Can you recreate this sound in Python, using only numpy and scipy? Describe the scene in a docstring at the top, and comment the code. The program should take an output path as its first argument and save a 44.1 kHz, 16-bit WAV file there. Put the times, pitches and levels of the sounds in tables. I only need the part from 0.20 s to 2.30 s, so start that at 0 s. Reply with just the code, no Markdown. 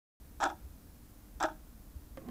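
"""A quartz wall clock in a curtained niche ticks twice, a second apart, near a hand-held camera.
Each tick is a short clatter: the motor kicks, the gears take up their slack and the second hand
rebounds, all ringing the plastic case. Under it lie hiss, low rumble and a faint hum.
The hand bumps the camera softly, and at the end a finger knocks and rubs on its shell."""
import sys
import numpy as np
from scipy import signal
from scipy.fft import rfft, irfft
from scipy.io import wavfile

SR = 44100
rng = np.random.default_rng(int(sys.argv[2]) if len(sys.argv) > 2 else 0)


def generate_wav(sig):
    """Save sig (samples, or channels by samples) to the path in sys.argv[1] as 16-bit PCM at SR."""
    pcm = np.round(np.clip(np.atleast_2d(sig).T, -1, 1) * 32767).astype(np.int16)
    wavfile.write(sys.argv[1], SR, pcm)


N = 92610
T = np.arange(N) / SR


def amp(db):
    """Decibels to gain."""
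    return 10 ** (np.asarray(db) / 20)


def unit(x):
    """Scales to rms 1."""
    return x / np.sqrt(np.mean(x ** 2) + 1e-20)


def add(mix, s, sound):
    """Mixes a sound in at s seconds."""
    part = mix[round(s * SR):][:len(sound)]
    part += sound[:len(part)]


def noise(colour, size, tilt_db=0):
    """Noise of rms 1, coloured by (frequency [Hz], level [dB]) and tilted by tilt_db per octave."""
    hz, db = np.transpose(colour)
    bins_hz = np.fft.rfftfreq(size, 1 / SR)
    gain = amp(np.interp(np.log(bins_hz + 1), np.log(hz), db + tilt_db * np.log2(hz)))
    return unit(irfft(gain * np.exp(2j * np.pi * rng.random(len(gain))), size))


def fade(t, t60):
    """Exponential decay, 60 dB in t60 seconds."""
    return np.exp(-np.log(1000) * np.maximum(t, 0) / t60)


def ring(modes, t):
    """Struck modes, starting at rms 1."""
    power = sum(amp(db) ** 2 for _, db, _ in modes) / 2
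    tones = sum(amp(db) * fade(t, t60) * np.sin(2 * np.pi * hz * t) for hz, db, t60 in modes)
    return tones / np.sqrt(power)


# colours of the low rumble and the microphone hiss (frequency [Hz], level [dB])
RUMBLE_COLOUR = [(10, -10), (22, -7), (48, 1), (70, -4.5), (90, -8), (140, -14), (230, -12.5), (270, -14),
                 (340, -20.5), (420, -23.5), (900, -29.5), (1500, -32.5), (3000, -42.5)]
HISS_COLOUR = [(300, -7.5), (1400, -12.5), (2200, -4.5), (5000, -2), (9000, -1.5), (12000, 2.5), (15500, 4)]
# tones of the hum (frequency [Hz], level [dB])
HUM_TONES = [(64, -63), (222, -78), (301, -70)]
def background():
    """A bed of rumble, wavering hum and microphone hiss, nearly the same in both ears."""
    rumble_db, hiss_db = -54, -64
    waver_depth, waver_hz = 0.12, 6.6
    mid = amp(rumble_db) * noise(RUMBLE_COLOUR, N) + amp(hiss_db) * noise(HISS_COLOUR, N)
    lowpass = np.exp(-(np.fft.rfftfreq(N, 1 / SR) / waver_hz) ** 2)
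    for hz, db in HUM_TONES:
        waver = unit(irfft(rfft(rng.standard_normal(N)) * lowpass, N))
        tone = np.sin(2 * np.pi * (hz * T + rng.random()))
        mid += amp(db) * unit((1 + waver_depth * waver) * tone)
    side = amp(rumble_db - 50.5) * noise(RUMBLE_COLOUR, N) + amp(hiss_db - 20) * noise(HISS_COLOUR, N)
    return np.array([mid + side, mid - side])


# blows in the gear train (time [s], ring level [dB], ring tilt [dB/octave],
# rattle level [dB], snap level [dB], snap tilt [dB/octave])
GEAR_BLOWS = [(0.2017, -39.5, -4, -37, -49, -1), (0.2088, -38.5, 1, -38, -43, -0.5),
              (0.216, -36, -3, -33, -48, 0.0), (0.2248, -23.5, 5, -33, -45.5, 3),
              (0.23, -33, 1.5, -35, -35, -3.5), (0.2337, -24, 7, -32, -40, -1),
              (0.23836, -27, 1, -44, -31.5, 1), (0.2516, -29.5, -4, -27, -53, 4),
              (0.25525, -23.5, -1, -57, -53, -2), (0.2605, -50, -1, -51, -51, -3),
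              (0.273, -35.5, -9, -46.0, -53, 3), (0.2885, -39.5, -3.5, -41.5, -69, -5),
              (0.2998, -36.5, -3.0, -48, -42.5, -5), (0.30823, -39.5, -4, -48.5, -72, -4),
              (1.2013, -44, -8, -42.5, -44.5, 1.5), (1.2065, -35.5, -2.5, -32, -47.5, -2),
              (1.2134, -30, 1, -36.5, -55, -6), (1.2247, -26.5, 4, -35.5, -56.0, -1),
              (1.2263, -30.5, 5.0, -35.5, -37, 5.5), (1.23317, -31, -3, -31, -48, -2),
              (1.2361, -34, 3, -46, -34.5, -2), (1.2407, -28, 11.5, -32, -34, -9.5),
              (1.2504, -40, -10.5, -36, -65, 1.0), (1.255, -38, 2, -50, -48, -1),
              (1.28332, -35, 0.5, -42, -50, -15), (1.29875, -44, -7, -60, -70, -10),
              (1.31204, -49.5, -12.5, -52, -75, -6)]
# modes of the plastic case (frequency [Hz], level [dB], t60 [s])
CASE_MODES = [(314, -14, 0.19), (346.6, -15.5, 0.23), (590.3, -17.5, 0.23), (656.3, -12.5, 0.16),
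              (745.0, -12.5, 0.21), (808.8, 0, 0.097), (859.3, 3, 0.1), (910, -2, 0.099), (947, -3.5, 0.11),
              (983, -6, 0.053), (1271, -4.5, 0.084), (1309, -7.0, 0.071), (1409, -12.5, 0.077),
              (1469, -6, 0.09), (1606, -12, 0.088), (1713, -11.5, 0.067), (1859, -22.5, 0.1)]
# colours of the dull rattle and the bright snap (frequency [Hz], level [dB])
RATTLE_COLOUR = [(150, -34), (240, -36), (320, 6.5), (410, -10.5), (520, -33), (600, 4.5), (830, 9),
                 (1000, 1.5), (1130, -8), (1300, 5), (1700, -1), (1980, -29.5), (2450, -11), (2900, -20),
                 (3500, -10), (4400, -25.5), (5700, -19), (7800, -28.5), (8800, -35), (15000, -40)]
SNAP_COLOUR = [(500, -9), (1500, 9.5), (2900, -11.5), (3500, 2.5), (4450, -9), (5000, -2.5), (5700, 2),
               (6700, -3.5), (7800, 0.5), (8700, -26), (9700, -14.5), (11500, -23.5), (15000, -34)]
def gear_train():
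    """Each blow snaps the teeth together, rattles the loose parts and rings the case."""
    out, t = np.zeros(N), T[:SR // 3]
    ring_rise_s, rattle_rise_s, snap_rise_s, snap_hold_s = 0.0027, 0.00087, 0.00022, 0.003
    ring_attack = 1 - np.exp(-t / ring_rise_s)
    rattle_envelope = (1 - np.exp(-t / rattle_rise_s)) * fade(t, t60=0.1)
    snap_envelope = np.minimum(t / snap_rise_s, 1) * fade(t - snap_hold_s, t60=0.015)
    for s, ring_db, ring_tilt, rattle_db, snap_db, snap_tilt in GEAR_BLOWS:
        modes = [(hz, db + ring_tilt * np.log2(hz), t60) for hz, db, t60 in CASE_MODES]
        add(out, s, amp(ring_db) * ring_attack * ring(modes, t))
        add(out, s, amp(rattle_db) * rattle_envelope * noise(RATTLE_COLOUR, len(t)))
        add(out, s, amp(snap_db) * snap_envelope * noise(SNAP_COLOUR, len(t), snap_tilt))
    return out


def room(sound):
    """The faint reverb tail of a small furnished room."""
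    tail = rng.standard_normal(SR) * fade(T[:SR], t60=0.36)
    return amp(-21) * signal.fftconvolve(sound, tail / np.linalg.norm(tail))[:N]


# stops of the second hand (time [s], level [dB])
HAND_STOPS = [(.238, -41), (1.242, -28)]
# modes of the motor housing (frequency [Hz], level [dB], t60 [s])
HOUSING_MODES = [(325.6, -0.44, .1), (628.4, -0.56, 0.18)]
def second_hand():
    """The second hand comes to a stop and rocks the motor housing with a thud."""
    out, t = np.zeros(N), T[:SR // 3]
    thud = np.minimum(t / 0.01, 1) * ring(HOUSING_MODES, t)  # soft 10 ms attack
    for s, db in HAND_STOPS:
        add(out, s, amp(db) * thud)
    return out


# bumps on the camera (time [s], level [dB], pitch [Hz])
CAMERA_BUMPS = [(0.435, -38, 68.4), (1.147, -40.5, 53.7), (1.751, -34.5, 67), (1.904, -45, 45.5)]
def camera_bumps():
    """The hand that holds the camera gives it soft, bassy bumps."""
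    out, t = np.zeros(N), T[:SR // 3]
    rise_s = 0.0164
    envelope = np.minimum(t / rise_s, 1) * fade(t - rise_s, t60=0.13)
    for s, db, hz in CAMERA_BUMPS:
        add(out, s, amp(db) * envelope * np.sin(2 * np.pi * hz * t))
    return out


# knocks on the camera (time [s], ring level [dB], click level [dB])
FINGER_KNOCKS = [(1.9732, -38, -41.5), (2.018, -55.5, -70), (2.0867, -57, -43.5)]
# modes of the camera's shell (frequency [Hz], level [dB], t60 [s])
SHELL_MODES = [(240, 7.5, 0.037), (370, 0.5, 0.049), (531.4, 3, 0.14), (1154, 1, 0.031), (1790, -10, 0.041),
               (1966, -7.5, 0.033), (3020, -17, 0.018)]
# colour of the contact click (frequency [Hz], level [dB])
CLICK_COLOUR = [(100, -2.5), (300, 11.5), (700, 0), (1200, -5), (1500, -4), (2100, -5), (2600, -26),
                (3050, -8.5), (3500, -18), (5000, -25.5), (9000, -36)]
def finger_knocks():
    """A finger lands with a dull click and rings the camera's shell."""
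    out, t = np.zeros(N), T[:SR // 3]
    for s, ring_db, click_db in FINGER_KNOCKS:
        click = fade(t, t60=0.051) * noise(CLICK_COLOUR, len(t))
        add(out, s, amp(ring_db) * ring(SHELL_MODES, t) + amp(click_db) * click)
    return out


# swell of the rub (time [s], level [dB])
RUB_ENVELOPE = [(1.981, -57), (2.02, -52), (2.04, -55), (2.06, -52.5), (2.1, -49)]
# colour of the friction (frequency [Hz], level [dB])
RUB_COLOUR = [(60, -23), (130, 11), (250, 10), (450, 3), (600, -7), (740, 0.5), (900, -16), (1050, -4.5),
              (1400, -15), (2100, -18), (2600, -24), (6000, -48)]
def finger_rub():
    """A finger drags over the shell with a dark scuff and sets it humming."""
    hum_hz, hum_db, hum_start_s, hum_rise_s = 242, -46.5, 2.058, 0.013
    times, levels = np.transpose(RUB_ENVELOPE)
    friction = amp(np.interp(T, times, levels)) * (T > times[0]) * noise(RUB_COLOUR, N)
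    hum_attack = np.clip((T - hum_start_s) / hum_rise_s, 0, 1)
    return friction + amp(hum_db) * hum_attack * unit(np.sin(2 * np.pi * hum_hz * T))


def scene():
    """The clock dead centre in its room, over the bed; the finger a little to the right."""
    ticks = gear_train() + second_hand()
    reverb = room(ticks)
    finger = (finger_knocks() + finger_rub()) * amp([[-2], [2]])  # left, right [dB]
    return background() + ticks + reverb + camera_bumps() + finger


def record(dry):
    """A steep low-pass takes off the very top of the treble."""
    cutoff_hz = 15600
    lowpass = signal.firwin(511, cutoff_hz, window=("kaiser", 9), fs=SR)
    return signal.oaconvolve(dry, lowpass[None], "same")


dry = scene()
out = record(dry)
generate_wav(out)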